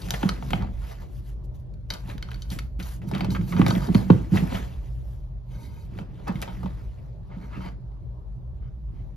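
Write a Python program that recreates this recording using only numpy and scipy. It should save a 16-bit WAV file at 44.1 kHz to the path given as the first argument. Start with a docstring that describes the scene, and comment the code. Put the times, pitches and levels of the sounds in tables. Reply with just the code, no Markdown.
"""Over a low ventilation rumble, fur and paws slide on hardwood, at once joined by claw ticks and thuds:
a cat chases a soft toy close to a phone with two microphone ports. Slides are grainy filtered noise,
taps are short three-band bursts, some ringing a wooden stand, and thuds are tones that sweep down in the
hollow floor. Skids squeak as rough resonant noise; the rumble booms in two room resonances over a faint wash.
"""
import sys
import numpy as np
from scipy import signal
from scipy.fft import rfft, irfft, next_fast_len
from scipy.io import wavfile
from scipy.ndimage import uniform_filter1d

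SR = 44100
rng = np.random.default_rng(int(sys.argv[2]) if len(sys.argv) > 2 else 0)


def unload_audio(sound):
    """Save the sound as a 16-bit wav file, at the path given as the first command line argument."""
    columns = np.transpose(np.atleast_2d(sound))
    # keep every value between -1 and 1, then stretch to whole-number steps
    steps = np.round(np.clip(columns, -1, 1) * 32767)
    wavfile.write(sys.argv[1], SR, steps.astype(np.int16))


N = 403956

# paw and body thuds: start_s (sound begins 3 ms sooner), peak_db, settling_pitch_hz, contact_s, sweep_octaves
THUD_EVENTS = [(0.095, -32.5, 169, 0.019, 1.26), (0.133, -29, 135.8, 0.0227, 0.87),
               (0.238, -14.5, 180.2, 0.01, 1.43), (0.252, -14, 178.3, 0.02, 0.81),
               (0.442, -39, 190.4, 0.0202, 1.1), (0.538, -19.5, 164, 0.025, 1.41),
               (0.609, -25, 142.4, 0.016, 1.4), (2.152, -25.5, 143, 0.014, 1.2),
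               (2.519, -28, 131.5, 0.015, 1.4), (3.131, -22.5, 177, 0.014, 2.1),
               (3.162, -25, 207, 0.0215, 1.63), (3.388, -23, 174, 0.03, 1.25), (3.54, -21, 180, 0.03, 1.37),
               (3.597, -7.5, 171, 0.019, 1.81), (3.663, -18, 185, 0.017, 1.3),
               (3.768, -17.5, 180.5, 0.021, 1.63), (3.882, -16, 177, 0.016, 1.36),
               (3.952, -7.5, 171.3, 0.016, 1.57), (4.104, -2, 138.6, 0.024, 3.08),
               (4.322, -9.5, 144.5, 0.021, 1.4), (4.425, -15, 151, 0.023, 1.44),
               (6.002, -26.5, 175, 0.032, 1.7), (6.292, -23.5, 199.7, 0.023, 1.18),
               (6.353, -21.5, 146, 0.013, 1.03), (6.647, -26, 179.5, 0.0335, 2.05),
               (7.369, -33.5, 139.4, 0.014, 1.6), (7.576, -28.5, 214.6, 0.012, 1.4)]
# modes of the hollow floor: pitch_hz, width_hz, level_db
BOARD_MODES = [(107.4, 22.8, -0.5), (138.3, 8.7, 4), (185.1, 24.8, 3.5), (223.2, 36.2, -4),
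               (249.7, 42, -12.5), (297.3, 48, -16.5)]
# modes of the wooden stand: pitch_hz, width_hz (scaled by each use), level_db
STAND_MODES = [(620, 54, -10.5), (934, 80, -2), (1252, 91, -6), (1520, 120, -4.5), (2153, 110, -5),
               (2490, 130, -12), (3073, 74, -5), (3837, 130, -5.5), (4240, 250, -9.5), (4550, 85, -4.5),
               (4840, 170, -10), (5870, 180, -13), (6300, 150, -14)]


def gain_of(db):
    """Turns decibels into amplitude gain."""
    return 10 ** (np.asarray(db) / 20)


def evened(x):
    """Scales a signal to rms 1."""
    return x / np.sqrt(np.mean(x ** 2) + 1e-20)


def read(points, hz):
    """Reads a spectrum table on a log-frequency axis."""
    f, value = np.transpose(points)
    return np.interp(np.log(hz + 1), np.log(f + 1), value)


def add(mix, s, sound):
    """Mixes a sound in at s seconds."""
    part = mix[round(s * SR):][:len(sound)]
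    part += sound[:len(part)]


def ring(x, hz, width):
    """Rings one decaying resonance of gain 1; a wider one dies sooner."""
    r = np.exp(-np.pi * width / SR)
    return 2 * signal.lfilter([1 - r], [1, -r * np.exp(2j * np.pi * hz / SR)], x).real


def causal(db):
    """Minimum-phase impulse response for a gain in dB on rfft bins."""
    cepstrum = irfft(np.maximum(db, -100) * np.log(10) / 20)
    half = len(cepstrum) // 2
    folded = np.r_[cepstrum[0], 2 * cepstrum[1:half], cepstrum[half], np.zeros(half - 1)]
    return irfft(np.exp(rfft(folded)))[:half]


def air():
    """Faint air noise of the room: shaped noise whose spectrum drifts in patches."""
    # spectrum of the wash: pitch_hz, relative density_db per Hz
    air_spectrum = [(41, -41.5), (70, -9), (126, -4.5), (154, -15), (185, -17.5), (222, -30.5), (390, -26),
                    (479, -33), (587, -29), (703, -35), (752, -37), (902, -37), (2280, -61.5), (4290, -58),
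                    (15600, -90.5)]
    # left-right likeness of the wash: pitch_hz, likeness (-1 to 1)
    air_likeness = [(60, 0.94), (130, 0.22), (290, 0.16), (640, 0.62), (1410, -0.26), (3100, -0.047),
                    (8200, -0.8), (12000, 0.8), (15000, -0.5)]
    level_db, patch_depth_db, swell_depth_db = -43.5, 2.6, 1.1
    frames, hz = N // 512 + 5, np.fft.rfftfreq(2048, 1 / SR)
    a, b, c, d, patches = rng.standard_normal((frames, 1025, 5)).T
    patches = uniform_filter1d(patches, size=20, axis=0)
    patches = evened(uniform_filter1d(patches, size=8, axis=1))
    same = np.clip(read(air_likeness, hz), -1, 1)[:, None]
    left = a + 1j * b
    right = same * left + np.sqrt(1 - same ** 2) * (c + 1j * d)
    z = np.array([left, right])
    swell = uniform_filter1d(rng.standard_normal(frames), size=14)
    swell = evened(uniform_filter1d(swell, size=8))
    upper = np.clip(hz[:, None] / 600, 0, 1)  # the swells fade out below 600 Hz
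    z *= gain_of(swell_depth_db * swell * upper)
    z *= gain_of(read(air_spectrum, hz)[:, None] + patch_depth_db * patches)
    noise = signal.istft(z, nperseg=2048, noverlap=1536)[1][:, :N]
    return gain_of(level_db) * evened(noise)


def boom():
    """The lowest room resonance: noise through one mode twice, swelling and fading."""
    # swell of the boom: time_s, level_db
    boom_swell = [(0.0, -34.5), (0.18, -34), (0.79, -29), (0.92, -38.5), (1.5, -32.5), (1.55, -39.5),
                  (2.85, -31), (3.06, -41.5), (3.44, -28.5), (3.49, -45), (3.59, -30.5), (3.97, -33),
                  (4.94, -32), (6.12, -41.5), (6.879, -32), (6.93, -40.5), (9.071, -33.5), (9.15, -42.5)]
    # the lowest mode: pitch_hz, width_hz of each pass
    boom_mode = (51.04, 20.9)
    common, opposed = rng.standard_normal((2, N))
    noise = common + .25 * opposed * [[1], [-1]]  # nearly alike in both ports
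    rumble = ring(ring(noise, *boom_mode), *boom_mode)
    # flatten the slow level so that the swell alone sets it
    rumble /= np.sqrt(uniform_filter1d((rumble ** 2).mean(0), size=9000))
    s, swell_db = np.transpose(boom_swell)
    return rumble * gain_of(np.interp(np.arange(N) / SR, s, swell_db))


def hum():
    """The second room resonance: steady noise through one narrow mode twice."""
    # the second mode: pitch_hz, width_hz of each pass, level_db
    hum_mode = (122, 10.8, -44.5)
    hz, width, level_db = hum_mode
    return gain_of(level_db) * evened(ring(ring(rng.standard_normal(N), hz, width), hz, width))


def wash():
    """The ventilation rumble: air noise plus two booming resonances, a little stronger on the right."""
    return air() + (boom() + hum()) * gain_of([[-.3], [.3]])


def stroke_controls(time):
    """Overlapping strokes add in power; power weights the brightness; thuds leave the boards drumming."""
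    # strokes of fur and paws: peak_s, build_up_s, die_away_s, swish_db, brightness_db_per_octave, drumming_db
    stroke_events = [(0.04, 0.42, 0.59, -47, 1, -38.5), (0.156, 0.085, 0.053, -39, 0.5, -45.5),
                     (0.225, .06, 0.23, -42.5, -1, -36), (0.302, 0.074, 0.18, -45.5, -3.5, -30.5),
                     (0.435, 0.031, 0.27, -49.5, 0.5, -40), (0.542, 0.14, 0.17, -46.5, 1, -27),
                     (0.631, 0.15, 0.083, -50, -10, -29.5), (0.84, 0.059, 0.22, -56, 0.5, -63.5),
                     (0.916, 0.23, 0.07, -48, 0, -58), (1.024, 0.13, 0.067, -53.5, -1, -45.5),
                     (1.19, 0.26, 0.04, -60, 3, -68), (1.295, 0.11, 0.067, -57.5, 2.5, -71),
                     (1.447, 0.022, 0.035, -67.5, 6.5, -76), (1.552, 0.017, 0.039, -62.5, 4.5, -70),
                     (1.598, .02, .04, -71, 8, -76), (1.914, 0.019, 0.13, -39.5, 0, -40),
                     (2.106, 0.081, 0.078, -45, -1, -38), (2.32, 0.3, 0.14, -55.5, -2.5, -46),
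                     (2.43, 0.087, 0.19, -53.5, 1.5, -65), (2.523, 0.028, 0.07, -39, 2, -45),
                     (2.602, 0.14, 0.12, -55, 1, -43), (2.794, 0.006, 0.063, -47.5, 0.5, -34),
                     (2.86, 0.05, 0.1, -46.5, 3, -61), (2.93, 0.1, 0.069, -49, 3.5, -64),
                     (3.03, .02, 0.076, -57, -2.5, -59), (3.09, 0.028, 0.037, -45.5, 3.5, -53),
                     (3.151, 0.045, 0.26, -42, -4.5, -31), (3.233, 0.26, 0.35, -56.5, -7, -27.5),
                     (3.315, 0.019, 0.07, -37.5, 3, -33.5), (3.44, 0.12, 0.55, -50.5, 1.5, -46),
                     (3.528, 0.1, 0.1, -44, 5, -35.5), (3.579, 0.084, 0.19, -37.5, -3.5, -20.5),
                     (3.672, 0.022, 0.17, -35, -0.8, -20.5), (3.836, 0.2, 0.085, -37.5, -0.5, -31.5),
                     (3.962, 0.086, 0.14, -40, 0, -28), (4.118, 0.12, 0.23, -45, -1.5, -33),
                     (4.363, 0.061, 0.12, -36, 0, -27.5), (4.558, 0.17, 0.14, -37.5, -1.5, -31),
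                     (4.72, 0.19, 0.19, -53.5, -1, -61), (4.87, 0.12, 0.18, -61, 0.5, -60),
                     (5.12, 0.5, 0.19, -62.5, 2, -64.5), (5.53, 0.055, 0.38, -51.5, -1, -65),
                     (5.629, 0.13, 0.17, -51, 4.5, -42.5), (5.81, 0.19, 0.085, -52.5, 1.5, -68),
                     (6.0, 0.14, 0.065, -52.5, -2, -39), (6.2, 0.34, 0.64, -62.5, -5, -46),
                     (6.282, 0.019, 0.054, -39.5, -7.5, -30.5), (6.427, 0.36, 0.69, -50.5, -1.5, -48),
                     (6.66, 0.31, 0.2, -65.5, -11, -39), (7.306, 0.029, .4, -63, -13, -44.5),
                     (7.445, 0.22, 0.092, -54, -2, -44), (7.569, 0.084, 0.19, -54, -3.5, -39.5),
                     (7.663, 0.26, 0.075, -47.5, -3.5, -42), (8.975, 0.25, 0.45, -69.5, -1, -50.5)]
    range_db = 20  # how far a stroke climbs in its build-up and sinks in its die-away
    rounding = 1.35  # above 1 a stroke holds near its peak, then stops fast
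    rest_swish_db, rest_drum_db = -75.5, -57.5  # the cat at rest still shifts a little
    rumble_db, rumble_fall_db_per_s = -8, 199  # drumming after a thud: level re its peak, fall
    peak, rise, fall, swish_db, bright, drum_db = np.transpose(stroke_events)[:, :, None]
    late = time - peak
    before, after = -late / np.maximum(rise, .005), late / np.maximum(fall, .005)
    shape_db = -range_db * np.where(late < 0, before, after) ** rounding
    power = gain_of(swish_db + shape_db) ** 2
    swish = power.sum(0) + gain_of(rest_swish_db) ** 2
    s, thud_db = np.transpose(THUD_EVENTS)[:2, :, None]
    rumble = gain_of(thud_db + rumble_db - rumble_fall_db_per_s * abs(time - s)) * (time > s)
    drum = (gain_of(drum_db + shape_db) ** 2).sum(0) + (rumble ** 2).sum(0) + gain_of(rest_drum_db) ** 2
    return np.sqrt(swish), (power * bright).sum(0) / swish, np.sqrt(drum)


def phone_colour():
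    """Unit-energy response of floor, air and phone to a scratch."""
    # scratch spectrum as the phone hears it: pitch_hz, relative density_db per Hz
    scratch_spectrum = [(200, -24.5), (350, -9.5), (650, 0), (950, -8.5), (1400, -10), (2100, -13.5),
                        (3500, -17.5), (5500, -22), (7200, -22), (9300, -27), (11800, -23.5),
                        (14000, -28.5), (15600, -32), (17000, -62.5)]
    colour = causal(read(scratch_spectrum, np.fft.rfftfreq(4096, 1 / SR)))
    return colour / np.linalg.norm(colour)


def rubbed(swish):
    """Where fur drags along the stand, part of the swish sings in its modes."""
    # drags along the stand: start_s, end_s, share of the swish that sings (0 to 1)
    rub_events = [(1.9, 2.06, .4), (2.41, 2.5, .4), (3.06, 3.11, .4), (3.3, 3.35, .45), (3.42, 3.48, .35),
                  (3.52, 3.59, .4), (3.78, 3.87, .4), (5.48, 5.88, .5), (7.29, 7.72, .25)]
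    share = np.zeros(N)
    for start, end, most in rub_events:
        add(share, start, most * signal.windows.tukey(round((end - start) * SR), .3))
    steps = np.arange(0, N + 2000, 2000)
    drift = gain_of(3.0 * rng.standard_normal((len(steps), len(STAND_MODES)))).T  # the rubbed spot wanders
    singing = np.zeros(N)
    for (hz, width, db), spot in zip(STAND_MODES, drift):
        mode = ring(ring(swish, hz, 1.6 * width), hz, 3 * width)  # fur damps it, so it is wide
        singing += gain_of(db) * np.interp(np.arange(N), steps, spot) * mode
    return (1 - share) * swish + share * 0.86 * evened(singing) * np.std(swish)


def swishing(s, bright):
    """Dense uneven grains of fur and pad on varnish, tilted in brightness and coloured by the phone."""
    grain = gain_of(2.0 * np.minimum(rng.exponential(1, N), 6))  # some hairs and claws catch harder
    slips = gain_of(1.37 * evened(uniform_filter1d(rng.standard_normal(N), size=200)))
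    noise = evened(rng.standard_normal(N) * grain * slips)
    hz, t, z = signal.stft(noise, SR, nperseg=256, noverlap=192)
    patches = uniform_filter1d(rng.standard_normal(z.shape), size=4, axis=0)
    patches = uniform_filter1d(patches, size=25, axis=1)
    octaves = np.log2(np.maximum(hz[:, None], 1300.) / 3000)  # the tilt pivots at 3 kHz
    tilt_db = octaves * np.interp(t, s, bright) + 2.56 * evened(patches)
    plain = signal.istft(z * gain_of(tilt_db), SR, nperseg=256, noverlap=192)[1][:N]
    return rubbed(signal.oaconvolve(plain, phone_colour())[:N])


def drumming():
    """Rubbing shakes the boards: uneven noise rings each floor mode twice."""
    unevenness = gain_of(3.58 * evened(uniform_filter1d(rng.standard_normal(N), size=900)))
    bumps = rng.standard_normal(N) * unevenness
    return evened(sum(gain_of(db) * ring(ring(bumps, f, w), f, 2.2 * w) for f, w, db in BOARD_MODES))


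def slides():
    """Friction: strokes set the level of the swish and of the drumming boards below it."""
    s = np.arange(0, N / SR, .002)
    swish_gain, bright, drum_gain = stroke_controls(s)
    time = np.arange(N) / SR
    swish = swishing(s, bright) * np.interp(time, s, swish_gain)
    return swish + drumming() * np.interp(time, s, drum_gain)


def stand(x, spot_db):
    """The wooden stand rings at its modes, damped by the paw or toy on it; the struck spot favours some."""
    return sum((-1) ** k * gain_of(db + spot_db[k]) * ring(x, f, 0.81 * w)
               for k, (f, w, db) in enumerate(STAND_MODES))


def taps():
    """Short scratchy bursts in three bands; the first contact also strikes the stand, each at another spot."""
    # claw and toy taps: start_s, clack_db (loudest 3 ms), knock_db and tick_db re clack,
    # t60_s (held to 0.008-0.15), share of the energy that rings the stand (0 to 1)
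    tap_events = [(0.017, -53.5, -9.5, 9.5, 0.056, 0.5), (0.0855, -41.5, -11, -4.5, 0.032, 0),
                  (0.1060, -26.5, -6.5, 5, 0.016, 0.28), (0.138, -30, 3, -11, 0.063, 0),
                  (0.2293, -27.5, 4, -18, 0.034, 0.01), (0.2902, -23, -4, -5.5, 0.026, 0.53),
                  (0.4245, -40.5, 7.5, -36, 0.022, 0.14), (0.505, -34, -1.5, -6, 0.035, 0),
                  (0.5322, -22.5, 5, -23, 0.018, 0.18), (0.6226, -43, 9, -7, 0.017, 0.3),
                  (1.7385, -64, -6.5, 1, 0.026, 0.24), (1.903, -30.5, -17, 3, .036, 0.94),
                  (1.92, -41, -5, -14, 0.031, .6), (1.937, -42.5, -15, 8, 0.035, 0.36),
                  (2.098, -40, -21, -27, 0.041, 0.16), (2.1797, -42, -5, -6.5, 0.0093, 0.4),
                  (2.2254, -34, -14, -5, 0.024, 0.6), (2.2869, -45, 5, -25, 0.027, 0.57),
                  (2.307, -55, -15, 3, .025, 0.8), (2.315, -38, -28, -11, 0.022, 0),
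                  (2.331, -48, -10, -14, 0.018, .4), (2.343, -45.5, -18, 1.5, 0.03, 0.5),
                  (2.358, -53, -15, -3, .025, 0.6), (2.4204, -51, -14, 11.5, 0.038, 0.73),
                  (2.502, -52.5, -2, 13, 0.039, 0.4), (2.588, -32.5, -10, -6, 0.035, 0.2),
                  (2.799, -37, -7, -11, 0.084, 0), (2.8262, -46.5, -1, 3, 0.082, 0.3),
                  (3.017, -50, 2, -16, 0.098, 0), (3.1132, -41.5, 11.5, -4, 0.036, 0.3),
                  (3.136, -36, -20, -20, 0.046, 0.03), (3.149, -33.5, -2, -9.5, 0.037, 0.5),
                  (3.18, -46, 2, -1, 0.044, 0.2), (3.2066, -29, 3, -13.5, 0.035, 0.5),
                  (3.245, -38, 6.5, -5, 0.034, 0.3), (3.304, -42.5, -16, 3, 0.052, 0.84),
                  (3.3485, -36, 0.5, -28, 0.049, 0.14), (3.365, -42, 7, -31, 0.022, 0.3),
                  (3.4116, -44, -2, -29, 0.031, 0.13), (3.5235, -35, 2.5, -21, 0.054, 0.1),
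                  (3.5647, -34.5, 2, -29, 0.11, 0.8), (3.5945, -41, 15, -9, 0.029, 0.04),
                  (3.6149, -25, 5, -21, 0.035, 0.01), (3.6636, -23, 2, -10, 0.023, 0.34),
                  (3.681, -36, 10.5, 2, 0.031, 0), (3.703, -33.5, -6, -2, 0.038, 0.9),
                  (3.707, -31, 8.5, -5, 0.023, 0.75), (3.7509, -34, 7, -16.5, 0.021, 0.2),
                  (3.87, -51, 4, 7.5, 0.05, 0.3), (3.887, -46, 16, -13, 0.032, 0),
                  (3.9469, -27.5, 1.5, -5.5, 0.019, 0.55), (3.952, -28.5, 5.5, -15, 0.012, 0.02),
                  (4.102, -28.5, 12, -23, 0.018, 0.25), (4.141, -57, -10, -2, 0.016, 0.4),
                  (4.3575, -36.5, 11, -12, 0.084, 0.57), (4.371, -28, -26, -21, 0.06, 0.01),
                  (4.5225, -41, 11, -22, 0.018, 0.2), (4.551, -33.5, -9, -24, 0.04, 0.05),
                  (5.9869, -40, 6.5, -15, 0.032, 0.13), (6.271, -47, -2, -12.5, 0.026, 0.1),
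                  (6.2788, -42.5, 14, -1.5, 0.04, 0.04), (6.324, -62, -10, 8, .015, 0),
                  (6.356, -42.5, -21, -14, 0.087, 0.3), (6.4172, -39, -10, 5.5, 0.0077, 0.03),
                  (6.4237, -32, 0, -3.5, 0.051, 0), (6.4763, -46, 9.5, -28, 0.17, 0.67),
                  (6.6306, -48.5, 13, -10.5, 0.053, 0), (6.6589, -47, 14, -11, 0.048, 0),
                  (7.553, -63, 3, -19, 0.05, 0.4), (7.572, -61, -3, -14, 0.032, 0.2),
                  (7.605, -54, 11, -21, 0.061, 1), (7.9186, -68, 3, -12, .03, .5)]
    # bands of clack, knock of wood, tick of claw: low_hz, high_hz
    tap_bands = [(1300, 3400), (450, 1400), (3400, 15600)]
    out, t = np.zeros(N), np.arange(4000) / SR
    filters = [signal.butter(3, band, "bandpass", fs=SR, output="sos") for band in tap_bands]
    colour = phone_colour()[:500]
    draws = rng.standard_normal((len(tap_events), len(t) + len(STAND_MODES)))
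    for (s, db, knock_db, tick_db, t60, ringing), draw in zip(tap_events, draws):
        noise, spot = draw[:len(t)], draw[len(t):]
        crack = 1 + 1.8 * np.exp(-t / 0.00054)  # the first contact is the hardest
        decay = gain_of(-60 * t / np.clip(t60, .008, .15))
        burst = noise * crack * decay * (1 - np.exp(-t / 0.00036))
        blow = (t == 0) + .08 * burst
        share = np.clip(ringing, 0, 1)
        scratch = evened(np.convolve(burst, colour)[:len(t)])
        struck = np.sqrt(1 - share) * scratch + np.sqrt(share) * evened(stand(blow, 2.1 * spot))
        for sos, band_db in zip(filters, (db, db + knock_db, db + tick_db)):
            part = signal.sosfilt(sos, struck)
            loudest = np.sqrt(uniform_filter1d(part ** 2, size=130).max())
            add(out, s, gain_of(band_db) * part / loudest)
    return out


def thuds():
    """Bending waves: high pitches arrive first, so a blow sweeps down, then the board modes ring on."""
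    settle_s, swell_shape = 0.0037, 1.37  # time constant of the sweep; wider sweeps swell faster
    out, t = np.zeros(N), np.arange(9000) / SR
    for s, db, hz, contact, octaves in THUD_EVENTS:
        turns = np.cumsum(hz * 2 ** (octaves * np.exp(-t / settle_s))) / SR
        progress = np.minimum(t / np.clip(contact, .008, .06), 1)
        swell = np.sin(np.pi * progress ** (swell_shape / np.clip(octaves, 1, 4)))
        sweep = swell * np.sin(2 * np.pi * turns)
        ringing = sum(gain_of(mode_db) * ring(sweep, f, w) for f, w, mode_db in BOARD_MODES)
        thud = sweep + 0.43 * ringing
        add(out, s - .003, gain_of(db) * thud / abs(thud).max())
    return out


def skids():
    """Uneven stick-slip grains in one broad resonance, swelling and stopping."""
    # pads skid on the varnish: start_s, end_s, level_db, centre_hz, width_hz of each pass
    skid_events = [(3.133, 3.19, -44, 1290, 900), (3.341, 3.379, -36, 1260, 890),
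                   (3.519, 3.546, -35.5, 1270, 890), (4.486, 4.615, -47.5, 2370, 1200),
                   (7.303, 7.381, -57, 1311, 1480), (7.408, 7.468, -58, 1300, 1500),
                   (7.516, 7.592, -46, 1290, 1070), (7.54, 7.597, -56, 2660, 200),
                   (7.592, 7.714, -53, 1930, 1990), (8.603, 8.708, -66, 1100, 1510),
                   (8.93, 9.04, -70.5, 1500, 1960)]
    out = np.zeros(N)
    for start, end, db, hz, width in skid_events:
        noise, slips = rng.standard_normal((2, round((end - start) * SR)))
        rough = noise * gain_of(0.93 * evened(uniform_filter1d(slips, size=90)))
        rough = ring(ring(rough, hz, width), hz, width)
        # the stand beside them rings along
        rough = evened(rough) + evened(stand(rough, 5.3 * slips[:len(STAND_MODES)]))
        add(out, start, gain_of(db) * evened(rough) * signal.windows.tukey(len(noise), .6))
    return out


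def room(x):
    """Echoes: sparse impulses of random sign, each frequency dying at its own speed."""
    # reverberation: pitch_hz, t60_s
    room_decay = [(150, 0.34), (1000, 0.28), (5000, 0.21), (12000, 0.072)]
    count = SR // 2
    echo = np.zeros((2, count))
    at = np.arange(120, count - 20, 20) + rng.integers(0, 20, (2, (count - 121) // 20))
    np.put_along_axis(echo, at, rng.choice([-1., 1.], at.shape), 1)
    hz, t, z = signal.stft(echo, SR, nperseg=256)
    decay = gain_of(-60 * t / read(room_decay, hz)[:, None])
    tail = signal.istft(z * decay, SR, nperseg=256)[1]
    bass = signal.lfilter([.03], [1, -.97], tail, axis=1)
    treble = signal.sosfilt(signal.butter(3, 5000, "highpass", fs=SR, output="sos"), tail)
    # bass reaches both ports alike; treble comes mostly one way
    tail = tail - bass + bass[0] + 0.9 * (treble[0] - treble)
    return signal.fftconvolve(x[None], tail / np.linalg.norm(tail[0]), axes=1)[:, :N]


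def ports(x):
    """The two ports hear a near source with their own phase and level."""
    # phase between the ports: pitch_hz, left_lead_radians
    port_phase = [(60, -1.5), (250, 0.71), (400, -1), (600, -2.5), (900, -5.5), (1500, -4.5), (1900, -5.5),
                  (4650, -5.5), (7240, -8), (8250, -10), (10000, -11.5), (11100, -12), (13000, -12),
                  (14000, -15), (15400, -16)]
    # level between the ports: pitch_hz, left_minus_right_db
    port_balance = [(60, 4), (110, -1), (200, -4.5), (380, -1.5), (700, 4), (1290, -2), (2380, 1),
                    (4400, 4.5), (8120, 0.5), (15000, -0.5)]
    size = next_fast_len(N + 4096)
    hz = np.fft.rfftfreq(size, 1 / SR)
    # each port takes half of the difference
    half = np.exp(.5j * read(port_phase, hz)) * gain_of(read(port_balance, hz) / 2)
    return irfft(rfft(x, size) * np.array([half, 1 / half]), size)[:, :N]


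def scene():
    """The cat, direct and through the room, over the wash; the thuds stay mostly in the floor."""
    thumps = thuds()
    scuffs = slides() + skids() + taps()
    echoes = room(scuffs + gain_of(-6.5) * thumps)
    return ports(scuffs + thumps + gain_of(-12.5) * echoes) + wash()


def record(dry):
    """The microphone drops the deepest bass and clips at full scale; then the treble is band-limited."""
    edge_hz = 15700
    thinned = signal.sosfilt(signal.butter(3, 33, "highpass", fs=SR, output="sos"), dry)
    clipped = np.clip(thinned, -1, 1)
    lowpass = signal.firwin(511, edge_hz, window=("kaiser", 9), fs=SR)
    return signal.oaconvolve(clipped, lowpass[None], "same")


dry = scene()
out = record(dry)
unload_audio(out)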